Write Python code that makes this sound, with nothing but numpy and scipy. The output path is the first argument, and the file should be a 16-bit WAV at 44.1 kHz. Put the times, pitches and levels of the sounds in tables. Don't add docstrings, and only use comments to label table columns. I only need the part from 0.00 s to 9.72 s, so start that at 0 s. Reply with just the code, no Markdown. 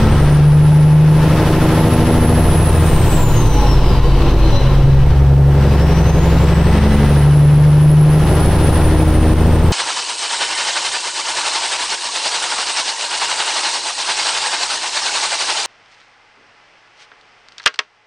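import sys
import numpy as np
from scipy import signal
from scipy.fft import rfft, irfft, next_fast_len
from scipy.io import wavfile
from scipy.ndimage import uniform_filter1d, minimum_filter1d

SR = 44100
rng = np.random.default_rng(int(sys.argv[2]) if len(sys.argv) > 2 else 0)


def int16_out(signal):
    q = np.round(np.clip(np.atleast_2d(signal).T, -1, 1) * 32767)
    wavfile.write(sys.argv[1], SR, q.astype(np.int16))


N = 428652
TIME = np.arange(N) / SR
BIN_HZ = np.maximum(np.arange(N // 2 + 1) * SR / N, 1)
CYLINDERS, TURBO_FULL_HZ, CUTOFF_HZ = 6, 10160, 15700

# pitch_hz, side_db
STEREO_WIDTH = [(60, -20), (110, -43), (200, -12.5), (380, -24.5), (700, -19.5), (1290, -16), (2380, -10.5),
                (4400, -4.5), (8120, 1.5), (15000, 5.5)]


def from_db(db):
    return 10 ** (np.asarray(db) / 20)


def rms_one(x):
    return x / np.sqrt(np.mean(x ** 2) + 1e-20)


def in_time(points):
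    return np.interp(TIME, *np.transpose(points))


def at_hz(points, hz=BIN_HZ):
    known_hz, values = np.transpose(points)
    return np.interp(np.log(hz), np.log(known_hz), values)


def colour(x, db):
    size = next_fast_len(N + 4096)
    gain = np.interp(np.arange(size // 2 + 1) * SR / size, BIN_HZ, from_db(db))
    return irfft(rfft(x, size) * gain, size)[..., :N]


def drift(rate_hz):
    step, warm_up = 20, 2000
    memory = np.exp(-2 * np.pi * rate_hz * step / SR)
    noise = rng.standard_normal(N // step + warm_up + 2)
    slow = signal.lfilter([1], [1, -2 * memory, memory ** 2], noise)[warm_up:]
    return np.interp(np.arange(N) / step, np.arange(len(slow)), rms_one(slow))


def turns_of(hz):
    return np.cumsum(hz) / SR


def tone(turns, rough, spread_hz):
    angle = 2 * np.pi * (turns + rng.random())
    rough = np.clip(rough, 0, 1)
    steady, noisy = np.sqrt(2 * (1 - rough)), np.sqrt(rough)
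    return (steady + noisy * drift(spread_hz)) * np.cos(angle) + noisy * drift(spread_hz) * np.sin(angle)


def in_cab(pair, spectrum):
    # pitch_hz, width_hz, gain_db
    panels = [(396, 21, 0), (452, 33, -8.5), (479, 27, 6.5), (709, 30, 4.5), (785, 18, 5), (872, 48, 4.5),
              (1050, 26, 0), (1255, 225, -7), (1243, 28, 6.5), (1933, 32, 9.5), (3074, 67, -4.5),
              (6970, 540, -4.5)]
    # delay_s, gain
    echoes = [(.0023, .17), (.0041, -.15), (.0067, .14), (.0109, -.12)]
    panel_db = sum(peak_db / (1 + (2 * (BIN_HZ - hz) / width) ** 2) for hz, width, peak_db in panels)
    ripple = sum(gain * np.cos(2 * np.pi * BIN_HZ * delay) for delay, gain in echoes)
    treble = np.clip(BIN_HZ / 1500, 0, 1) ** 3
    db = at_hz(spectrum) + panel_db + 20 * np.log10(1 + ripple * treble)
    mid, side = colour(pair[0], db), colour(pair[1], db + at_hz(STEREO_WIDTH))
    return (mid + side * [[1], [-1]]) / np.std(mid)


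def cab_boom_db(order, resting_db):
    # start_s, hold_s, order, level_db
    booms = [(0, 0.079, 18, -20), (0.453, 0.61, 12, -5), (1.353, 0.88, 24, -27), (1.95, 0.38, 18, -21.5),
             (2.35, 0.68, 11, -25), (3.25, 0.19, 9, -19), (4.88, 0.15, 12, -8.5), (5.297, 0.17, 12, -7.5),
             (5.605, 0.14, 18, -23.5), (5.876, 0.81, 14, -18), (6.82, 0.2, 18, -17.5),
             (7.308, .72, 12, -5.5), (8.948, 0.37, 24, -23), (9.2, .4, 18, -24)]
    rise_db_per_s, fall_db_per_s = 40, 51.5
    db = np.full(N, float(resting_db))
    for start, hold_s, boom_order, peak_db in booms:
        if boom_order == order:
            below_db = np.maximum(rise_db_per_s * (start - TIME), fall_db_per_s * (TIME - start - hold_s))
            db = np.maximum(db, peak_db - np.maximum(below_db, 0))
    return db


def exhaust(cycle, load):
    # time_s, level_db
    firing_level = [(0, -17), (.7, -18), (1.45, -25), (1.68, -27), (2.15, -19.5), (2.8, -16), (3.45, -32),
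                    (3.72, -21), (3.95, -18), (4.65, -26), (4.95, -11.5), (5.22, -7), (5.6, -15),
                    (6.3, -14), (7.1, -15.5), (8.2, -20), (8.8, -16.5), (9.72, -15.5)]
    # order, level_db
    overtones = [(9, -32.5), (11, -34.5), (12, -22.5), (14, -35.5), (18, -31), (24, -31)]
    # order, level_db (added to weak_db)
    weak_tones = [(1, -18), (2, -4), (3, 5.5), (4, -11), (7, 1.5), (8, -1.5), (10, -12), (13, -5), (19, -3),
                  (20, -1), (22, -5), (23, -11.5), (25, -5.5), (29, -4.5), (30, -3), (36, -8.5), (42, -6.5),
                  (72, -12)]
    rough = 0.0075 + 0.41 * (1 - load) ** 2
    out = from_db(in_time(firing_level)) * tone(CYLINDERS * cycle, rough, spread_hz=7.7)
    for order, db in overtones:
        out += from_db(cab_boom_db(order, db)) * tone(order * cycle, rough, spread_hz=10.1)
    weak_db = -36.5 - 3 * (1 - load)
    for order, db in weak_tones:
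        out += from_db(weak_db + db) * tone(order * cycle, rough=0.6 - 0.5 * load, spread_hz=3.0)
    return out


def engine_noise(cycle, repeat, fade_db, uneven_db):
    size = 3000
    patterns = rng.standard_normal((2, size))
    repeating = np.array([np.interp(cycle % 1 * size, np.arange(size), p - p.mean()) for p in patterns])
    noise = np.sqrt(repeat) * rms_one(repeating) + np.sqrt(1 - repeat) * rng.standard_normal((2, N))
    cylinder, age = np.divmod(CYLINDERS * (cycle % 1), 1)
    cylinder_db = uneven_db * rng.permutation(np.linspace(-1, 1, CYLINDERS))
    return noise * from_db(cylinder_db[cylinder.astype(int)] - fade_db * age)


def engine_block(cycle, firing_hz, load):
    # pitch_hz, level_db
    growl_colour = [(60, -3), (95, 6), (125, 10.5), (180, 4), (260, -4), (350, 4.5), (500, -0.5), (700, -6),
                    (1000, -11), (1400, -12.5), (2500, -64)]
    # pitch_hz, level_db
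    knock_colour = [(500, -45), (900, 2.5), (1300, 5.5), (2000, -4), (3000, -5.5), (4200, -12.5),
                    (5600, -14), (7000, -23.5), (9500, -26), (12000, -32.5), (16000, -43)]
    # pitch_hz, level_db
    rattle_colour = [(500, 0), (800, -7.5), (1020, 17), (1250, 5.5), (1700, -9.5), (2600, -0.5),
                     (3000, 4.5), (3400, -4.5), (4000, 1), (4400, -7.5), (5000, -10), (6200, -12.5),
                     (7200, -22.5), (12000, -45)]
    # time_s, level_db
    clatter_level = [(0, -29), (1.5, -31), (3.4, -31.5), (4.27, -30.5), (4.37, -32), (4.5, -29.7),
                     (5.12, -30), (5.42, -35), (5.6, -31.5), (6.8, -28.5), (7.4, -30.5), (8.3, -31),
                     (9.72, -33)]
    growl = in_cab(engine_noise(cycle, repeat=0.5 * load, fade_db=1.5, uneven_db=1.4), growl_colour)
    knock = in_cab(engine_noise(cycle, repeat=0.14 * load, fade_db=3.0, uneven_db=0.96), knock_colour)
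    rattle = from_db(4) * in_cab(engine_noise(cycle, repeat=0.18, fade_db=0, uneven_db=0), rattle_colour)
    slack = 0.52 * (1 - load)
    clatter = np.sqrt(1 - slack) * knock + np.sqrt(slack) * rattle
    clatter_db = in_time(clatter_level) + 0.5 * drift(12)
    growl_db = -20 - 0.02 * (firing_hz - 72.1)
    return from_db(growl_db) * growl + from_db(clatter_db) * clatter


def whistle(turns, hz, rough, spread_hz):
    mid = tone(turns, rough, spread_hz)
    side = tone(turns, rough, spread_hz) * from_db(at_hz(STEREO_WIDTH, hz) + 1.0)
    top_fade = np.clip((CUTOFF_HZ - hz) / 500, 0, 1)
    return (mid + side * [[1], [-1]]) * top_fade


def turbo(hz):
    # time_s, level_db
    whistle_level = [(0, -50), (.65, -40.5), (1.4, -48), (2.1, -42.5), (2.6, -37), (2.94, -43),
                     (3.16, -38.5), (3.73, -42), (3.9, -43), (4.38, -48), (4.56, -31), (4.9, -67),
                     (5.55, -60), (5.86, -47), (6.85, -49.5), (7.1, -42.5), (8.65, -39), (9.72, -47.5)]
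    # times_whistle_pitch, duct_hz, width_hz, level_db (against the whistle)
    duct_tones = [(1.45, 9500, 2200, -10), (1.45, 5980, 400, -10), (2, 14500, 1500, -7)]
    db = in_time(whistle_level)
    turns = turns_of(hz * (1 + 0.00342 * drift(29.5)))
    rough = np.clip(0.84 * (hz / TURBO_FULL_HZ) ** 2.1, 0, 1)
    flutter_db = 2.5 * drift(14)
    out = from_db(db + flutter_db) * whistle(turns, hz, rough, spread_hz=190)
    out += from_db(db - 3.5) * rough ** 2 * whistle(turns, hz, rough=1, spread_hz=560)
    for multiple, duct_hz, width_hz, tone_db in duct_tones:
        passed = np.exp(-((multiple * hz - duct_hz) / width_hz) ** 2)
        high_tone = whistle(multiple * turns, multiple * hz, rough=1, spread_hz=(duct_hz / 750) ** 2)
        out += from_db(db + tone_db) * passed * high_tone
    return out


def air_intake(turbo_hz):
    # pitch_hz, level_db
    hiss_colour = [(4000, -13), (6500, 9.5), (8000, 9), (10300, 8.5), (11300, -1), (12400, 6), (13100, 8),
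                   (13800, 8.5), (14700, 1), (16000, 0.5)]
    sigh_s, sigh_width_s, db_per_khz = 3.15, 0.53, 0.4
    hiss_db = -47 + db_per_khz * (turbo_hz - TURBO_FULL_HZ) / 1000
    sigh_db = 7.5 * np.exp(-((TIME - sigh_s) / sigh_width_s) ** 2)
    gain = from_db(hiss_db + sigh_db + 0.61 * drift(10))
    return gain * in_cab(rng.standard_normal((2, N)), hiss_colour)


def tyres(road_db):
    # pitch_hz, level_db
    rumble_colour = [(3, -17), (12, 15), (20, 1), (30, -17), (39, 2), (48, 5.5), (57, -5), (75, -6),
                     (110, -1.5), (200, -17), (500, -76)]
    return from_db(road_db) * in_cab(rng.standard_normal((2, N)), rumble_colour)


def drive_line(load, road_db):
    # start_s, end_s, start_hz, end_hz, level_db
    whines = [(-.2, 0.308, 1270, 1290, -36.5), (0.251, 1.31, 853, 876, -32.5),
              (3.05, 3.499, 1050, 898, -35), (3.422, 3.76, 900, 794, -28), (4.102, 4.564, 338, 322, -25),
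              (4.203, 5.11, 572, 544, -31.5), (6.3, 7.408, 2000, 2005, -43)]
    shaft_hz, shaft_db = 46.8, road_db + 1 - 6.5 * load
    out = from_db(shaft_db) * tone(shaft_hz * TIME, rough=0.083, spread_hz=1.73)
    for start, end, start_hz, end_hz, db in whines:
        progress = np.clip((TIME - start) / (end - start), 0, 1)
        swell = np.sqrt(np.abs(np.sin(np.pi * progress)))
        hz = start_hz + (end_hz - start_hz) * progress
        out += from_db(db) * swell * tone(turns_of(hz), rough=0.76, spread_hz=12)
    return out


def scene():
    # time_s, firings_per_s
    engine_speed = [(0, 72.9), (0.4, 73.6), (0.7, 75.2), (1.6, 78.9), (2.2, 80.6), (2.8, 80.3), (3.2, 77),
                    (3.5, 73), (3.7, 68.3), (4, 66.6), (4.9, 68.1), (5.15, 69.8), (5.3, 68.7), (5.5, 70),
                    (5.8, 68.8), (7.1, 72.1), (8.3, 76.5), (9.72, 79.2)]
    # time_s, load (0 coasting, 1 pulling fully)
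    throttle = [(0, 0.98), (2.5, 0.93), (2.9, 0.8), (3.7, 0.07), (4.7, 0.37), (5.1, 0.94), (9.72, 0.93)]
    # time_s, pitch_hz
    turbo_speed = [(0, 8480), (.4, 9820), (1, 10600), (1.7, 10930), (2.4, 10580), (2.7, 9900), (3, 8550),
                   (3.4, 6420), (3.75, 5320), (4.15, 4450), (4.5, 4060), (5.25, 3560), (5.6, 4560),
                   (6.1, 6200), (6.5, 7700), (7, 9370), (7.4, 10100), (7.95, 10280), (8.8, 9830),
                   (9.72, 8700)]
    # time_s, level_db
    road_level = [(0, -19.5), (.5, -20.5), (1.3, -30), (2.55, -20.5), (3, -18.5), (3.9, -12.5), (4.25, -16),
                  (4.45, -12.5), (5.15, -11), (5.6, -31), (6.1, -21), (8.15, -24), (9.3, -17), (9.72, -18)]
    firing_hz, load = in_time(engine_speed), in_time(throttle)
    turbo_hz, road_db = in_time(turbo_speed), in_time(road_level)
    cycle = turns_of(firing_hz) / CYLINDERS
    engine = exhaust(cycle, load) + engine_block(cycle, firing_hz, load)
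    rumble = tyres(road_db)
    return engine + turbo(turbo_hz) + air_intake(turbo_hz) + rumble + drive_line(load, road_db)


def volume_control(x):
    target_db, share, window_s = -8.5, 0.78, 0.074
    power = uniform_filter1d(np.mean(x ** 2, axis=0), size=int(window_s * SR))
    level_db = uniform_filter1d(10 * np.log10(power + 1e-9), size=int(window_s * SR))
    return x * from_db(share * (target_db - level_db))


def limiter(x):
    ceiling, release_db_per_s = 0.86, 70
    over_db = np.maximum(20 * np.log10(np.abs(x).max(axis=0) / ceiling + 1e-9), 0)
    release_db = release_db_per_s * TIME
    held_db = np.maximum.accumulate(over_db + release_db) - release_db
    gain_db = uniform_filter1d(minimum_filter1d(-held_db, size=129), size=129)
    return x * from_db(gain_db)


def record(dry):
    # pitch_hz, difference_db
    balance = [(100, 0.48), (1000, .5), (2400, 0.5), (4400, 3), (8000, -1), (15000, -3.5)]
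    half_db = at_hz(balance) / 2
    stereo = np.array([colour(dry[0], half_db), colour(dry[1], -half_db)])
    treble_cut = signal.ellip(12, .1, 90, CUTOFF_HZ, fs=SR, output="sos")
    return signal.sosfilt(treble_cut, limiter(volume_control(stereo)))


dry = scene()
out = record(dry)
int16_out(out)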